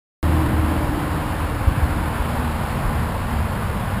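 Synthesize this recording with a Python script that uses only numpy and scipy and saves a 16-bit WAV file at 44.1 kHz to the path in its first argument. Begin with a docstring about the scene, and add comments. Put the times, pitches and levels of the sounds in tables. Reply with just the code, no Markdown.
"""After a moment of silence, an eight-cylinder car cuts in, idling in an open parking lot.
Its speed sags slowly; the exhaust's drone fades while a lower hum takes over, both multiples of
the crank rate. Tyres roar on a distant highway and light wind thumps on the microphone.
The small camera's low sample rate adds a sizzle that follows the sound."""
import sys
import numpy as np
from scipy import signal
from scipy.fft import rfft, irfft, next_fast_len
from scipy.io import wavfile
from scipy.ndimage import uniform_filter1d, map_coordinates

SR = 44100
rng = np.random.default_rng(int(sys.argv[2]) if len(sys.argv) > 2 else 0)


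def file_out(sig):
    """Save sig as 16-bit WAV at sys.argv[1]."""
    # one column per channel
    cols = np.atleast_2d(sig).T
    # limit, then scale
    lim = np.clip(cols, -1, 1)
    pcm = np.round(lim * 32767).astype(np.int16)
    wavfile.write(sys.argv[1], SR, pcm)


N = 176400


def amp(db):
    """Decibels to gain."""
    return 10 ** (np.asarray(db) / 20)


def unit(x):
    """Scale to rms 1."""
    return x / np.sqrt(np.mean(x ** 2) + 1e-20)


def clock():
    """Time of each sample in seconds."""
    return np.arange(N) / SR


def curve(rows):
    """Points joined by straight lines. Each row: time in seconds, value."""
    return np.interp(clock(), *np.transpose(rows))


def wobble(knots_per_s):
    """A smooth random curve around zero."""
    return map_coordinates(rng.standard_normal(4096), [clock() * knots_per_s], mode="wrap")


def filtered(x, response):
    """Filter x by response, a gain as a function of frequency in Hz."""
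    size = next_fast_len(N + 8192)
    hz = np.fft.rfftfreq(size, 1 / SR)
    return irfft(rfft(x, size) * response(hz), size)[:N]


def noise(spectrum):
    """Coloured noise of rms 1. Each row: frequency in Hz, relative level in dB."""
    knots_hz, db = np.transpose(spectrum)
    white = rng.standard_normal(N)
    return unit(filtered(white, lambda hz: amp(np.interp(np.log(hz + 1), np.log(knots_hz), db))))


def patchy(x, depth_db):
    """Lay random patches of gain over time and frequency; the result has rms 1."""
    spectra = signal.stft(x, nperseg=1024)[2]
    patches = uniform_filter1d(rng.standard_normal(spectra.shape), size=5, axis=0)
    patches = unit(uniform_filter1d(patches, size=12, axis=1))
    return unit(signal.istft(spectra * amp(depth_db * patches))[1][:N])


def highway():
    """Far from the lot, the tyres of many cars merge into one nearly steady roar."""
    # Each row: time in seconds, level in dB.
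    level = [(.23, -27), (.6, -27.5), (1.2, -28), (1.7, -28.5), (2.4, -27.5), (3, -28), (3.4, -29),
             (4, -28.5)]
    # Each row: frequency in Hz, relative level in dB.
    tyre_spectrum = [(60, -21.5), (300, -5.5), (420, -4), (520, -1), (630, -2.5), (780, -.5), (1040, 0),
                     (1230, -4), (1450, -5), (1620, -7), (1770, -7.5), (1950, -10.5), (2400, -13.5),
                     (2850, -15), (3600, -20), (4700, -22.5), (6000, -27.5)]
    return amp(curve(level) + 0.21 * wobble(9)) * patchy(noise(tyre_spectrum), depth_db=0.69)


def wind():
    """A breeze flutters right on the microphone; each strong eddy gives it one short, low shove."""
    # Each row: time in seconds, level in dB.
    breeze_level = [(.23, -29), (1.35, -42), (1.65, -30), (2.15, -31), (2.55, -37), (2.9, -28), (3.2, -36),
                    (3.6, -30.5), (4, -34)]
    # Each row: frequency in Hz, relative level in dB.
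    buffet_spectrum = [(8, -36), (20, -14), (42, -2), (65, -5.5), (115, -9), (200, -26), (500, -51)]
    # Each row: centre in seconds, envelope peak in dB, pitch in Hz, half length in seconds.
    thumps = [(1.681, -4, 69.7, 0.008), (1.779, -11.5, 109, 0.0087), (1.839, -10, 72, 0.011),
              (2.876, -18, 38, .028)]
    flutter = amp(2.7 * wobble(14))
    buffeting = amp(curve(breeze_level)) * unit(flutter * noise(buffet_spectrum))
    for centre_s, db, hz, half_s in thumps:
        t = clock() - centre_s
        buffeting += amp(db) * np.exp(-(t / half_s) ** 2) * np.sin(2 * np.pi * hz * t)
    return buffeting


def hum_rush(width_hz=20.3):
    """A narrow band of exhaust noise around the hum, sinking in pitch."""
    # Each row: time in seconds, centre of the band in Hz.
    centre = [(.23, 255.5), (2.2, 237), (3.2, 228), (3.8, 195)]
    # Each row: time in seconds, level in dB.
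    level = [(.23, -34), (1.5, -43.5), (2.3, -38.5), (3.3, -42), (3.8, -34)]
    slow_noise = filtered(rng.standard_normal(N), lambda hz: 1 / (1 + (hz / width_hz) ** 2) ** 2)
    carrier = np.sin(2 * np.pi * np.cumsum(curve(centre)) / SR)
    return amp(curve(level)) * unit(slow_noise * carrier)


def crank_tone(turns, order, waver_db, drift_rad):
    """One multiple of the crank rate, unsteady in level and phase, at rms 1."""
    phase = 2 * np.pi * (order * turns + rng.random()) + drift_rad * wobble(7)
    return unit(np.sin(phase) * amp(waver_db * wobble(8)))


def engine():
    """The car idling in the lot: crank tones over an exhaust rumble that puffs at each firing."""
    # Each row: time in seconds, firing rate in Hz.
    firing_rate = [(.25, 78.75), (.7, 78.55), (1.2, 77.56), (2.2, 77.14), (2.7, 76.47), (3.1, 75.47),
                   (3.5, 74.25), (4, 74)]
    # Each row: time in seconds, level in dB.
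    boom_level = [(.23, -21.5), (.4, -18.5), (.5, -24), (.6, -19), (.82, -31), (1.25, -29), (1.6, -33.5),
                  (2.1, -25.5), (2.4, -27.5), (2.85, -33.5), (3.02, -21.5), (3.22, -43), (3.4, -19.5),
                  (3.58, -46), (3.78, -31), (4, -43)]  # the firing note
    hum_level = [(.23, -44), (1.9, -41), (2.2, -36.5), (2.75, -33), (3.2, -38.5), (3.45, -36), (4, -42)]  # near 230 Hz
    drone_level = [(.23, -27), (.85, -29), (1.2, -33), (1.6, -38), (2, -34.5), (2.3, -44), (3.2, -42),
                   (4, -59)]  # near 300 Hz
    # Each row: multiple of the crank rate, level in dB (for the drone, relative to drone_level).
    body_orders = [(2, -37.5), (3, -40), (5, -37), (6, -33.5), (7, -40.5), (8, -43), (9, -44.5), (10, -42),
                   (11, -47.5), (13, -43.5)]
    drone_orders = [(8, -8.5), (9, -9.5), (14, -14), (15, -4), (16, -2.5), (18, -15.5), (30, -14.5)]
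    # Exhaust noise. Each row: frequency in Hz, relative level in dB.
    rush_spectrum = [(100, -58), (240, -6), (290, 5), (315, -3.5), (335, 7), (355, -8), (390, -49),
                     (700, -60)]
    rumble_spectrum = [(8, -45), (22, -16), (45, -1.5), (80, 2), (122, -1), (170, -2.5), (250, -11.5),
                       (310, -19.5), (420, -28), (900, -62)]

    firings = np.cumsum(curve(firing_rate) * (1 + 0.0039 * wobble(6.04))) / SR
    turns = firings / 4  # eight cylinders fire four times a turn
    boom = amp(curve(boom_level)) * crank_tone(turns, order=4, waver_db=0.7, drift_rad=0.33)
    hum = amp(curve(hum_level)) * crank_tone(turns, order=12, waver_db=2.5, drift_rad=0.38)
    body = sum(amp(db) * crank_tone(turns, order, waver_db=5.5, drift_rad=0.61)
               for order, db in body_orders)
    drone_tones = sum(amp(db) * crank_tone(turns, order, waver_db=3.0, drift_rad=0.47)
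                      for order, db in drone_orders)
    drone = amp(curve(drone_level)) * (drone_tones + amp(-4.5) * noise(rush_spectrum))
    puffs = 1 + 0.33 * np.cos(2 * np.pi * firings)
    rumble = amp(-28) * unit(puffs * noise(rumble_spectrum))
    return boom + hum + body + drone + rumble


def scene():
    """The car, the distant highway and the wind, all at one microphone in the open lot."""
    return (engine() + hum_rush() + highway() + wind())[None]


def record(dry):
    """The camera cuts in, dulls the treble and holds each slow sample, mirroring the sound as sizzle."""
    start_s, hold_hz = 0.229, 12000
    roll_off_hz, steepness = 5657, 23.3
    top_hz, edge_hz = 15380, 200
    dulled = filtered(dry[0], lambda hz: 1 / (1 + (hz / roll_off_hz) ** steepness))
    mirrored = dulled * (1 + 2 * np.cos(2 * np.pi * hold_hz * clock()))  # images either side of hold_hz
    held = filtered(mirrored, lambda hz: np.sinc(hz / hold_hz))
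    gated = held * (clock() > start_s)
    # The sizzle stops at top_hz, behind a short, smooth edge.
    return filtered(gated, lambda hz: np.sin(np.pi / 2 * np.clip((top_hz - hz) / edge_hz, 0, 1)) ** 2)[None]


dry = scene()
out = record(dry)
file_out(out)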